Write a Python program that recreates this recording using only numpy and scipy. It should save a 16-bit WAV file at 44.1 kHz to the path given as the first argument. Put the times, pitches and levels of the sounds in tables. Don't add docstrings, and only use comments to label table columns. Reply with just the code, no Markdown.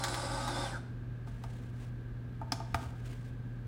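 import sys
import numpy as np
from scipy import signal
from scipy.fft import rfft, irfft, next_fast_len
from scipy.io import wavfile
from scipy.ndimage import uniform_filter1d, map_coordinates

SR = 44100
rng = np.random.default_rng(int(sys.argv[2]) if len(sys.argv) > 2 else 0)


def generate_wav(signal):
    frames = np.transpose(np.atleast_2d(signal))
    scaled = np.clip(frames, -1, 1) * 32767
    pcm = np.round(scaled).astype(np.int16)
    wavfile.write(sys.argv[1], SR, pcm)


N = 161847


# t/s, f/Hz
SHAFT_SPEED = [(0, 96.7), (.35, 96.9), (.62, 97.9), (.68, 88), (.76, 58), (.81, 27), (.87, 2)]
# cycles per turn, level/dB
GEAR_TONES = [(3, -57), (8, -61), (9, -57), (12, -54)]
# f/Hz, width/Hz, relative level/dB
FRAME_RINGS = [(249, 23, -4), (290.6, 22.4, -0.5), (350.3, 14, 3), (510, 37, -4.5), (558.5, 14.6, 3),
               (628, 23, -3), (795, 77, -2.5), (886, 38, 0), (927, 39, -3), (1255.5, 10, 4.5),
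               (1480, 104, -4), (1650, 28, -4)]
# f/Hz, relative level/dB
WHIR_COLOUR = [(400, -18), (847, 2), (1080, -8), (1470, -17), (1830, -14), (1990, -8.5), (2600, -16.5),
               (3300, -15), (6190, -17), (8930, -40), (15500, -38)]

def motor(frame_db=-42.5, steel_db=-49, whir_db=-46.5, steel_fade_db_per_s=5):
    hz, = curves(SHAFT_SPEED)
    speed = hz / hz.max()
    angle = 2 * np.pi * np.cumsum(hz) / SR
    gears = np.zeros(N)
    for per_turn, db in GEAR_TONES:
        gain = amp(db + 2 * wobble(18)) * np.sqrt(2)
        gears += gain * np.sin(round(per_turn) * angle + 0.53 * wobble(33.56))
    frame = amp(frame_db) * resonate(chatter(friction=0.44), FRAME_RINGS)
    frame *= 1 + 0.12 * np.sin(angle)
    steel = amp(steel_db - steel_fade_db_per_s * np.arange(N) / SR) * steel_scrape()
    whir = amp(whir_db) * noise(WHIR_COLOUR)
    hiss = (steel + whir) * amp(wobble(60.6))
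    return frame * speed ** 1.85 + hiss * speed ** 2.4 + gears * speed ** 8


def chatter(friction, hits_per_s=980):
    hits = (rng.random(N) < hits_per_s / SR) * rng.standard_normal(N)
    return unit(hits) + friction * rng.standard_normal(N)


# f/Hz, width/Hz, relative level/dB
STEEL_RINGS = [(3544, 200, -1), (4120, 300, -1.5), (5500, 420, -9), (7520, 1200, -6), (8010, 560, -2),
               (8430, 320, -5.5), (8950, 320, -1), (9900, 330, -2.5)]

def steel_scrape(swell_db=1.5):
    scrape = chatter(friction=4.0)
    bands = np.zeros(N)
    for hz, width, db in STEEL_RINGS:
        band = unit(filtered(scrape, lambda f: resonance(f, hz, width) ** 2))
        bands += amp(db + swell_db * wobble(22)) * np.sqrt(width) * band
    return unit(bands)


# f/Hz, width/Hz, level/dB
WHINE_NOTES = [(4690, 95, -55.5), (5070, 100, -57), (5330, 130, -58.5)]

def bobbin_whine(wander_hz=24.1):
    shaft_hz, = curves(SHAFT_SPEED)
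    notes = sum(amp(db) * whistle(hz + wander_hz * wobble(16), width) for hz, width, db in WHINE_NOTES)
    return notes * (shaft_hz / shaft_hz.max()) ** 6.6


# t/s, f/Hz, level/dB
THREAD_GLIDE = [(0, 4090, -54), (.07, 4080, -54), (.13, 3890, -55), (.42, 3820, -63), (.48, 3780, -52.5),
                (.55, 3490, -51.5), (.625, 3690, -52.5), (.655, 3470, -52), (.685, 3000, -58),
                (.72, 1720, -59), (.736, 1620, -47.5), (.758, 1450, -45), (.81, 1250, -76)]

def thread_whistle():
    hz, db = curves(THREAD_GLIDE)
    return amp(db) * whistle(hz, width_hz=260)


# t/s, level/dB
RATTLE_HITS = [(0.0375, -31.5), (0.0387, -32.5), (.046, -39), (0.083, -35), (0.143, -32.5), (0.479, -36.5)]
# f/Hz, relative level/dB
RATTLE_COLOUR = [(350, -48), (600, 2), (1600, 1.5), (2870, -14.5), (3470, 2), (5660, -8.5), (7430, -3.5),
                 (10700, -22), (15500, -18)]

def bobbin_rattles(t60_s=0.04):
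    loudness = np.zeros(N)
    t = np.arange(SR // 4) / SR
    for start, db in RATTLE_HITS:
        add(loudness, start, amp(db) * fade(t, t60_s))
    return loudness * noise(RATTLE_COLOUR)


# t/s, case level/dB, dome level/dB, crack level/dB, case treble cut-off f/Hz
TOUCHES = [(1.273, -39.5, -75, -62, 1500), (1.438, -33, -54, -45, 1900), (2.414, -24, -81, -56, 1060),
           (2.5206, -24, -19, -32, 6000), (2.601, -25, -65, -53, 1100), (2.7444, -18.5, -35, -30, 4700),
           (2.829, -40, -69, -47.5, 3000)]
# f/Hz, relative level/dB, t60/s
CASE_NOTES = [(270, -15, 0.067), (500, -24.5, 0.11), (670, -15, 0.085), (817, -2, 0.025), (921, -14, 0.11),
              (1238, -5, 0.029), (1560, -17.5, 0.022), (1844, -27, 0.11), (2390, -20, 0.053)]
# f/Hz, width in the echo/Hz, relative level/dB
DOME_NOTES = [(3400, 260, -12.5), (4220, 404, -10.5), (4700, 400, -8), (5080, 570, 0.5), (5480, 770, -7),
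              (5940, 400, -10), (7750, 1500, -17), (9550, 940, -15.5)]
# f/Hz, relative level/dB
CRACK_COLOUR = [(200, -12.5), (900, 14), (2800, 3.5), (6000, -2.5), (10500, -6.5), (12500, -19.5),
                (15500, -6)]

def finger_taps(dome_t60_s=0.016, dome_rise_s=0.00039, crack_t60_s=0.027, snap_echo_db=-8):
    knocks, clicks, snap_gain, crack_gain = np.zeros((4, N))
    t = np.arange(SR // 2) / SR
    for start, case_db, dome_db, crack_db, cutoff_hz in TOUCHES:
        case = sum((-1) ** k * amp(db) * ring(t, hz, t60, blur=0.014) / np.hypot(1, (hz / cutoff_hz) ** 2)
                   for k, (hz, db, t60) in enumerate(CASE_NOTES))
        case *= 1 - np.exp(-t * cutoff_hz / 3)
        dome = sum(amp(db) * ring(t, hz, dome_t60_s, blur=0.007) for hz, _, db in DOME_NOTES)
        dome *= 1 - np.exp(-t / dome_rise_s)
        add(knocks, start, amp(case_db) * case)
        add(clicks, start, amp(dome_db) * dome)
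        add(snap_gain, start, amp(dome_db + snap_echo_db) * fade(t, dome_t60_s))
        add(crack_gain, start, amp(crack_db) * fade(t, crack_t60_s))
    echoes = np.zeros(N)
    for _ in range(4):
        snaps = snap_gain * resonate(rng.standard_normal(N), DOME_NOTES)
        echoes += room(snaps + crack_gain * noise(CRACK_COLOUR)) / 2
    return knocks + room(knocks) + clicks + crack_gain * noise(CRACK_COLOUR) + echoes


# t/s, level/dB, f/Hz
BUMPS = [(2.427, -41, 85), (2.525, -35, 277), (2.737, -32.5, 85), (2.827, -38.5, 237), (2.859, -35.5, 82)]

def case_bumps(cycles_to_peak=0.95):
    track = np.zeros(N)
    t = np.arange(SR // 4) / SR
    for start, db, hz in BUMPS:
        age = t * hz / cycles_to_peak
        swell = age * np.exp(1 - age)
        add(track, start, amp(db) * swell * np.sin(2 * np.pi * hz * t))
    return track


# t/s, level/dB
SLIDE_LEVEL = [(1.24, -100), (1.275, -59), (1.36, -65.5), (1.56, -60), (1.72, -68), (1.84, -57),
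               (1.91, -72), (2.1, -85), (2.68, -66), (2.835, -53), (2.92, -65.5), (3.04, -64),
               (3.062, -52.5), (3.085, -57), (3.115, -56.5), (3.2, -63.5), (3.28, -63.5), (3.36, -78)]
# f/Hz, relative level/dB
SKIN_COLOUR = [(300, 18), (900, 8), (3000, 6), (5000, -0.5), (9000, -2), (12000, -14), (15500, -7.5)]

def hand_slide(rough_db=2):
    db, = curves(SLIDE_LEVEL)
    return amp(db + rough_db * wobble(130)) * noise(SKIN_COLOUR)


# f/Hz, level/dB
HUM_TONES = [(119.8, -42.5), (239.6, -59), (258, -61.5), (1556, -72)]
# f/Hz, relative level/dB
RUMBLE_COLOUR = [(24, -53), (32, -15), (42, 5.5), (58, -3.5), (170, -8), (260, -14.5), (400, -19.5),
                 (700, -29), (1200, -33.5), (2200, -38), (4000, -45.5), (5200, -52), (10000, -59.5)]

def background(rumble_db=-46, fan_db=-67.5, fan_hz=1633, fan_width_hz=96):
    t = np.arange(N) / SR
    hum = np.zeros(N)
    for hz, db in HUM_TONES:
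        phase = 2 * np.pi * (hz * t + rng.random()) + 0.037 * wobble(30)
        hum += amp(db) * np.sqrt(2) * np.sin(phase)
    fan = unit(filtered(rng.standard_normal(N), lambda f: 1 / (1 + ((f - fan_hz) / fan_width_hz) ** 2)))
    return hum + amp(rumble_db) * noise(RUMBLE_COLOUR) + amp(fan_db) * fan


# f/Hz, t60/s
ECHO_TIMES = [(150, 1), (800, .65), (5000, 0.61), (9000, 0.48), (15000, 0.24)]

def room(x, early_db=-8, early_t60_s=0.062, tail_db=-10):
    hz, t, bands = signal.stft(rng.standard_normal(SR // 2), SR, nperseg=256)
    _, tail = signal.istft(bands * fade(t, along(ECHO_TIMES, hz)[:, None]), SR, nperseg=256)
    early = rng.standard_normal(len(tail)) * fade(np.arange(len(tail)) / SR, early_t60_s)
    echo = amp(tail_db) * tail / np.linalg.norm(tail) + amp(early_db) * early / np.linalg.norm(early)
    delayed = np.pad(x, (SR // 200, 0))
    return signal.fftconvolve(delayed, echo)[:N]


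def amp(db):
    return 10 ** (np.asarray(db) / 20)


def fade(t, t60):
    return amp(-60 * t / t60)


def unit(x):
    return x / np.sqrt(np.mean(x ** 2) + 1e-20)


def along(points, hz):
    f, values = np.transpose(points)
    return np.interp(np.log(hz + 1), np.log(f + 1), values)


def curves(rows):
    times, *columns = np.transpose(rows)
    return [np.interp(np.arange(N) / SR, times, column) for column in columns]


def wobble(rate):
    return map_coordinates(rng.standard_normal(N // 20), [np.arange(N) * rate / SR], mode="wrap")


def filtered(x, response):
    size = next_fast_len(N + SR // 2)
    return irfft(rfft(x, size) * response(np.fft.rfftfreq(size, 1 / SR)), size)[:N]


def noise(colour):
    return unit(filtered(rng.standard_normal(N), lambda hz: amp(along(colour, hz))))


def resonance(f, hz, width):
    return 1j * f * width / (hz * hz - f * f + 1j * f * width)


def resonate(x, peaks):
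    return unit(filtered(x, lambda f: sum((-1) ** k * amp(db) * resonance(f, hz, width)
                                          for k, (hz, width, db) in enumerate(peaks))))


def ring(t, hz, t60, blur):
    drift = np.cumsum(rng.standard_normal(len(t))) * np.sqrt(2 * np.pi * blur * hz / SR)
    return fade(t, t60) * np.sin(2 * np.pi * hz * t + uniform_filter1d(drift, size=60))


def whistle(hz, width_hz, pure=0.22):
    phase = 2 * np.pi * np.cumsum(hz) / SR
    return unit((pure + wobble(width_hz)) * np.sin(phase) + wobble(width_hz) * np.cos(phase))


def add(track, start, sound):
    part = track[round(start * SR):][:len(sound)]
    part += sound[:len(part)]


def scene():
    winder = motor() + bobbin_whine() + thread_whistle() + bobbin_rattles()
    return (winder + room(winder) + finger_taps() + case_bumps() + hand_slide() + background())[None]


def record(dry):
    return filtered(dry[0], lambda hz: 1 / (1 + (hz / 15900) ** 160))[None]


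dry = scene()
out = record(dry)
generate_wav(out)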